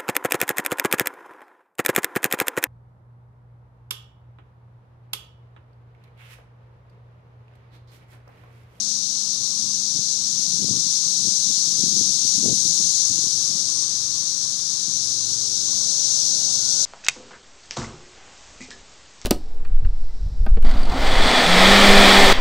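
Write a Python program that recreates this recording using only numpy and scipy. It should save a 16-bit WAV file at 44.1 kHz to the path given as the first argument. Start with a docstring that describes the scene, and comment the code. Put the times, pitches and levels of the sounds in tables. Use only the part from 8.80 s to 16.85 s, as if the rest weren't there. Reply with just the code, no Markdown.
"""A swarm of periodical cicadas drones in the trees round a yard, swelling and sinking in waves.
Shaped noise is the far swarm; click trains ringing in body resonances are the near ones, crackling through it.
A second species, narrow-band noise, hums lower, far off; two distant machines and a fan add harmonics and tones.
A breeze, noise under gust and eddy envelopes, buffets the microphone, which feeds only the left channel."""
import sys
import numpy as np
from scipy import signal
from scipy.fft import rfft, irfft, next_fast_len
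from scipy.io import wavfile
from scipy.ndimage import uniform_filter1d

SR = 44100
rng = np.random.default_rng(int(sys.argv[2]) if len(sys.argv) > 2 else 0)


def to_wav(sig):
    """Store sig (one row per channel, or 1-D mono) as 16-bit WAV at the path in sys.argv[1].

    Samples outside -1..1 are clipped; the rate is SR.
    """
    pcm = np.clip(np.atleast_2d(sig), -1, 1) * 32767
    pcm = np.round(pcm).astype(np.int16)
    wavfile.write(sys.argv[1], SR, pcm.T)  # frames by channels


N = 355049
TIME = np.arange(N) / SR
FREQ = np.fft.rfftfreq(N, 1 / SR)
# Source levels are set ahead of the input gain in scene().


def gain_of(db):
    """Decibels to amplitude."""
    return 10 ** (np.asarray(db) / 20)


def evened(x):
    """Scales to rms 1."""
    return x / np.sqrt(np.mean(x ** 2) + 1e-20)


def noise():
    """White noise."""
    return rng.standard_normal(N)


def wander(rate_hz):
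    """Slow random drift of rms 1: straight lines between rate_hz random knots a second."""
    knots = rng.standard_normal(4096)
    return evened(np.interp(TIME * rate_hz, np.arange(len(knots)), knots))


def follow(rows):
    """Each column of a curve table, sample by sample."""
    t, *columns = np.transpose(rows)
    return [np.interp(TIME, t, column) for column in columns]


def bell(peak_s, length_s):
    """Gaussian envelope that peaks at peak_s and falls to 1/e in length_s."""
    return np.exp(-np.minimum(((TIME - peak_s) / length_s) ** 2, 60))


def waves(rows):
    """Height in dB of smooth swells that rise to a crest and sink back."""
    height_db = np.zeros(N)
    for crest_s, rise_s, fall_s, db in rows:
        side_s = np.where(TIME < crest_s, rise_s, fall_s)
        position = np.clip((TIME - crest_s) / side_s, -1, 1)
        height_db += db * np.cos(np.pi / 2 * position) ** 2
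    return height_db


def filtered(x, gain):
    """Applies a gain given for every frequency in FREQ; rms 1."""
    size = next_fast_len(N, True)
    size_gain = np.interp(np.fft.rfftfreq(size, 1 / SR), FREQ, gain)
    return evened(irfft(rfft(x, size) * size_gain, size)[:N])


def coloured(x, points):
    """Weights the spectrum of x by (Hz, dB) points, joined on a log-frequency axis; rms 1."""
    hz, db = np.transpose(points)
    return filtered(x, gain_of(np.interp(np.log(FREQ + 1), np.log(hz + 1), db)))


def resonance(hz, width_hz):
    """Gain of a resonance of unit power, 6 dB down at width_hz / 2 either side."""
    return evened(1 / (1 + ((FREQ - hz) / width_hz * 2) ** 2))


def turning(hz, drift, rate_hz):
    """Phase in radians of a rotation at hz whose speed drifts by the fraction drift (rms)."""
    return 2 * np.pi * np.cumsum(hz * (1 + drift * wander(rate_hz))) / SR


def harmonics(phase, rows, waver_db, smear_rad, smear_rate_hz=7):
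    """Harmonics of a turning machine; each fades and smears on its own way through the trees."""
    total = np.zeros(N)
    for multiple, db in rows:
        start = 2 * np.pi * rng.random()
        angle = round(multiple) * phase + smear_rad * wander(smear_rate_hz) + start
        total += gain_of(db + waver_db * wander(6)) * np.sin(angle)
    return evened(total)


def tymbals(count=12, click_rate_hz=330, jitter=.12, size_db=1.5, swell_db=1.7):
    """Near cicadas: each buckles its ribs in a fast uneven train that swells and fades."""
    clicks = np.zeros(N)
    for _ in range(count):
        rate_hz = click_rate_hz * rng.uniform(.7, 1.3) * (1 + jitter * wander(60))
        at = np.flatnonzero(np.diff(np.floor(np.cumsum(rate_hz) / SR)))
        swell = swell_db * wander(1.62)[at]
        size = size_db * np.clip(noise()[at], -2.5, 2.5)
        clicks[at] += gain_of(swell + size)
    return evened(clicks)


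def callers(count=5, low_hz=4800, high_hz=6900, width_hz=3800):
    """Small groups of near cicadas, each with its own body pitch."""
    groups = [filtered(tymbals(count=2), resonance(hz, width_hz))
              for hz in np.linspace(low_hz, high_hz, count)]
    return evened(sum(groups))


# body colour of the massed tymbals: f/Hz, relative level/dB
BUZZ = [(1900, -40), (2700, -32.5), (3200, -22.5), (3700, -12), (4200, -7.5), (5150, -7), (5550, -2),
        (6050, -0.5), (6550, -3.5), (7450, -13), (8400, -14.5), (10000, -24.4), (12400, -33), (13300, -69)]
# waves of song: crest t/s, rise/s, fall/s, height above lull/dB
WAVES = [(3.0, 2.7, 1.4, 4), (4.15, 1.1, 1.37, 3.5), (7.9, 2.23, 1.95, 3.5)]


def chorus(lull_db=-26, near_db=-9, flutter_db=0.4, shrill_hz=6400, shrill_db_per_db=0.15):
    """Near clicks and the blur of the far swarm ring in the same body; louder waves are shriller."""
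    wave_db = waves(WAVES)
    song = coloured(noise() + gain_of(near_db) * callers(), BUZZ)
    high_pass = signal.butter(3, shrill_hz, "high", fs=SR, output="sos")
    treble = signal.sosfiltfilt(high_pass, song)
    shrill_db = shrill_db_per_db * (wave_db - wave_db.mean())
    song = song + treble * (gain_of(shrill_db) - 1)
    return evened(song) * gain_of(lull_db + wave_db + flutter_db * wander(25))


# low-voiced species: t/s, level/dB
DRONE = [(0, -63.5), (2, -61), (5.2, -60.5), (8.05, -62)]


def low_chorus(hz=1125, width_hz=110, waver_db=1.0):
    """Far cicadas of the second species: many near-pure notes blur into one hollow drone."""
    level_db, = follow(DRONE)
    return filtered(noise(), resonance(hz, width_hz)) * gain_of(level_db + waver_db * wander(2.6))


# engine speed: t/s, firing rate f/Hz
FIRING = [(0, 111.7), (4.5, 111), (5.7, 109), (6.6, 111), (7.6, 110.5), (8.05, 113)]
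# exhaust as it comes into the open: t/s, level/dB
ENGINE = [(0, -64.5), (2.8, -61), (4.6, -53), (5.2, -56), (6.0, -58.5), (6.5, -48.5), (7.4, -54),
          (8.05, -50.5)]
# exhaust harmonics: multiple of firing rate, relative level/dB
EXHAUST = [(1, 0.5), (3, -2), (5, -12.5), (7, -21), (13, -18)]
# boom, second harmonic: t/s, level/dB
BOOM = [(0, -49), (5.2, -62.5), (6.2, -56), (8.05, -52)]
# blare, fourth harmonic: t/s, level/dB
BLARE = [(0, -74), (5.6, -75), (6.3, -61.5), (8.05, -67.5)]


def engine(drift=0.00196, waver_db=2.3, smear_rad=0.44):
    """Exhaust harmonics of a distant engine; the second and fourth come and go by themselves."""
    firing_hz, = follow(FIRING)
    phase = turning(firing_hz, drift, 6)
    total = np.zeros(N)
    for curve, rows in [(ENGINE, EXHAUST), (BOOM, [(2, 0)]), (BLARE, [(4, 0)])]:
        level_db, = follow(curve)
        total += gain_of(level_db) * harmonics(phase, rows, waver_db, smear_rad)
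    return total


# steady fan and motor tones: f/Hz, level/dB
FAN = [(77.5, -85), (129.3, -57.5), (155.3, -58), (207, -63.5), (390, -77.5), (649, -72), (768, -75),
       (1730, -74)]


def fan(drift=0.002916):
    """Faint tones of a fan and its motor, each wavering slightly in pitch."""
    return sum(gain_of(db) * evened(np.sin(turning(hz, drift, 8))) for hz, db in FAN)


# outdoor background colour: f/Hz, relative level/dB
AIR = [(20, -45), (45, -42), (70, -10), (110, -4), (170, -6), (280, -7.5), (450, -10.5), (850, -13.5),
       (1350, -13.5), (2000, -20), (4000, -16), (13000, -49)]


def background_air(level_db=-55):
    """Steady outdoor background: coloured noise."""
    return gain_of(level_db) * coloured(noise(), AIR)


def swirl(points, size=400):
    """Churning air of a given colour and of even strength."""
    air = coloured(noise(), points)
    power = uniform_filter1d(uniform_filter1d(air ** 2, size), size)
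    return air / np.sqrt(power + 1e-6)


# gusts: peak t/s, half-length/s, level/dB
GUSTS = [(.8, 0.33, -68), (1.545, 0.11, -52), (1.862, 0.16, -44), (2.39, 0.22, -52), (2.707, 0.21, -53),
         (3.167, 0.2, -44.5), (3.677, 0.11, -43), (3.927, 0.15, -61), (4.45, 0.36, -62)]
# eddies churning on the microphone: peak t/s, level/dB, half-length/s, fine whirls re eddy/dB
EDDIES = [(0.614, -46, 0.0092, -8), (0.66, -59, .01, -25), (0.848, -41, 0.015, -25),
          (1.164, -39.5, 0.016, -27), (1.193, -45, 0.01, -1), (1.22, -47, 0.011, -8),
          (1.596, -40, 0.0075, -31), (1.684, -41, 0.013, -21), (1.74, -40.5, 0.019, -10),
          (1.797, -36, 0.005, -9), (1.828, -32, 0.011, -8), (1.88, -42, .007, -5),
          (1.899, -33, 0.0086, -15), (1.968, -37.5, 0.021, -9.5), (2.066, -36.5, 0.0073, -28),
          (2.265, -41.5, 0.004, -12), (2.31, -48, 0.011, -17), (2.39, -40, 0.016, -9),
          (2.416, -45, .009, -19.5), (2.452, -38, 0.0057, -6), (2.671, -41.5, 0.013, -17),
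          (2.703, -39, 0.01, -10), (2.878, -42, 0.014, -13), (2.996, -38, 0.018, -6),
          (3.036, -32, 0.01, -8.5), (3.069, -39, 0.008, -6), (3.13, -33.5, 0.0062, -11),
          (3.171, -34, 0.011, -9), (3.295, -38.5, 0.019, -13), (3.55, -40, .008, -19),
          (3.585, -32.5, 0.011, -11.5), (3.606, -35, 0.0089, -11), (3.637, -36, 0.012, 2),
          (3.66, -35, 0.013, 1), (3.687, -30, 0.016, -3), (3.706, -30.5, 0.014, -4),
          (3.729, -28, .006, -5.5), (3.75, -38, 0.009, -26), (3.863, -43, 0.019, -1),
          (3.904, -40.5, 0.019, -7), (4.002, -38.5, 0.014, -4.5), (4.06, -43, 0.029, -14),
          (4.31, -36, 0.014, -25), (4.348, -43, 0.014, -11), (4.386, -37, .009, -14),
          (4.551, -44, 0.012, -21), (4.704, -44, 0.016, -20), (6.103, -45.5, 0.024, -16)]
# colour of large whirls: f/Hz, relative level/dB
BUFFET = [(20, -52), (60, -40), (90, -18), (125, -3.5), (180, 4), (240, -1.5), (300, -10.5), (360, -15),
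          (500, -54), (750, -52), (2500, -85)]
# colour of fine whirls: f/Hz, relative level/dB
RUFFLE = [(100, -28), (250, 4.5), (400, 2.5), (600, -13.5), (800, -28), (1100, -36), (2500, -65)]


def wind(calm_db=-59, lump_db=3.0, ruffle_db=-16, strong_db=-30,
         deep_db=-47, deep_growth=0.81, deep_hz=110, deep_width_hz=50,
         spray_db=-49, spray_growth=2.7, spray_hz=700, spray_width_hz=380, cut_hz=70):
    """Lumpy gusts at the microphone port: thumping eddies, deep rumble, fine ruffle; the hardest hiss."""
    breeze = gain_of(calm_db) + sum(gain_of(db) * bell(s, length_s) for s, length_s, db in GUSTS)
    breeze = breeze * gain_of(lump_db * wander(30))
    large, fine = breeze, gain_of(ruffle_db) * breeze
    for s, db, length_s, fine_db in EDDIES:
        eddy = gain_of(db) * bell(s, length_s)
        large = np.hypot(large, eddy)
        fine = np.hypot(fine, eddy * gain_of(fine_db))
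    # deep_db and spray_db hold where the envelope equals strong_db
    deep_gain = gain_of(deep_db) * (large / gain_of(strong_db)) ** deep_growth
    deep = deep_gain * filtered(noise(), resonance(deep_hz, deep_width_hz))
    spray_gain = gain_of(spray_db) * (fine / gain_of(strong_db)) ** spray_growth
    spray = spray_gain * filtered(noise(), resonance(spray_hz, spray_width_hz))
    air = large * swirl(BUFFET) + fine * swirl(RUFFLE) + deep + spray
    return signal.sosfilt(signal.butter(3, cut_hz, "high", fs=SR, output="sos"), air)


# swells of the whirr: crest t/s, rise/s, fall/s, height above quiet level/dB
WHIRR = [(4.6, 0.96, 1.3, 6.5), (7.6, 1.5, 4.5, 16)]
# blade tones: multiple of turning rate, relative level/dB
BLADE = [(6, -3.5), (7, -9), (8, 0.5), (9, 3.5), (10, 1.5), (11, -21), (12, -3), (22, -3), (24, -12)]
# rush of air round it: f/Hz, width/Hz, relative level/dB
HOUSING = [(640, 830, -0.5), (1370, 720, -16)]


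def whirr(turn_hz=66.1, blade_db=-69.5, rush_db=-70, drift=0.005, waver_db=3, smear_rad=1.26):
    """A second far machine: rough blade tones in a rush of air; both levels hold between swells."""
    blades = harmonics(turning(turn_hz, drift, 3), BLADE, waver_db, smear_rad)
    housing = sum(gain_of(db) * resonance(hz, width_hz) for hz, width_hz, db in HOUSING)
    rush = filtered(noise(), housing)
    return gain_of(waves(WHIRR)) * (gain_of(blade_db) * blades + gain_of(rush_db) * rush)


# single cicadas out of the chorus: peak t/s, rise/s, fall/s, f/Hz, width/Hz, level/dB
SOLOS = [(.1, .15, 0.11, 6000, 1200, -38), (.95, 0.04, 0.034, 6100, 868, -29.5),
         (2.46, .06, .08, 8300, 500, -44), (3.95, 0.52, 0.4, 9350, 1900, -45.5),
         (4.33, 0.92, 0.13, 6540, 890, -29), (4.6, 0.14, 0.24, 9700, 1200, -51),
         (5.0, 0.24, .07, 6160, 1100, -36.5), (4.98, 0.16, 0.11, 8530, 380, -44.5),
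         (5.05, 0.13, 0.065, 8200, 80, -45), (7.27, 0.19, 0.18, 6160, 1260, -29.5),
         (8.03, 0.088, .1, 6300, 1100, -27)]


def solos():
    """Single buzzes, clicks blurred by the leaves, that build up and break off."""
    drive, out = tymbals(count=1) + noise(), np.zeros(N)
    for s, rise_s, fall_s, hz, width_hz, db in SOLOS:
        envelope = bell(s, np.where(TIME < s, rise_s, fall_s))
        out += gain_of(db) * envelope * filtered(drive, resonance(hz, width_hz))
    return out


# hardest eddies: t/s, peak level/dB, half-length/ms
BLOWS = [(.607, -40, 1.1), (.85, -36, 1.7), (1.189, -30, 0.98), (1.845, -22.5, 0.83), (1.887, -32, 0.55),
         (1.91, -20.5, 1.26), (1.943, -27, 0.84), (2.473, -28, 0.94), (2.483, -27, 1.04),
         (3.038, -25, 0.88), (3.082, -29, 1.1), (3.165, -33, .85), (3.212, -23.5, 0.92), (3.451, -28, 1.1),
         (3.651, -24, 0.71), (3.66, -19.5, 0.72), (3.68, -26, .7), (3.695, -22.5, .58), (3.714, -24, 0.88),
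         (3.853, -29, 1.25), (4.309, -32, 1.9), (4.389, -35, 0.97), (4.441, -32.5, 0.82), (4.469, -32, 1.1),
         (4.755, -35, 1.4), (6.082, -34, 1.3)]


def blows(port_hz=125, count=2000):
    """Each blow is one push of pressure, in or out, that swings briefly in the microphone's low cut."""
    lead = count // 4
    ms, out = (np.arange(count) - lead) * 1000 / SR, np.zeros(N)
    port = signal.butter(4, port_hz, "high", fs=SR, output="sos")
    for s, db, length_ms in BLOWS:
        push = signal.sosfilt(port, np.exp(-np.minimum((ms / length_ms) ** 2, 60)))
        start = round(s * SR) - lead
        out[start:start + count] += rng.choice([-1, 1]) * gain_of(db) * push / abs(push).max()
    return out


# far road noise, growing as the microphone turns, then sinking: t/s, level/dB
ROAD = [(1.9, -86), (5.1, -59.5), (8.05, -66.5)]


def road(hz=1500, width_hz=1500):
    """A soft, even wash of distant tyres."""
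    level_db, = follow(ROAD)
    return gain_of(level_db) * filtered(noise(), resonance(hz, width_hz))


def scene(input_gain_db=6):
    """Everything reaches one microphone, on the left; the right channel is silent."""
    cicadas = chorus() + low_chorus() + solos()
    background = engine() + fan() + background_air() + whirr() + road()
    left = gain_of(input_gain_db) * (cicadas + background + wind() + blows())
    return np.array([left, np.zeros(N)])


def record(dry, edge_hz=12950):
    """The recorder's band limit: a linear-phase low-pass."""
    low_pass = signal.firwin(511, edge_hz, window=("kaiser", 9), fs=SR)
    return signal.oaconvolve(dry, low_pass[None], "same", axes=1)


dry = scene()
out = record(dry)
to_wav(out)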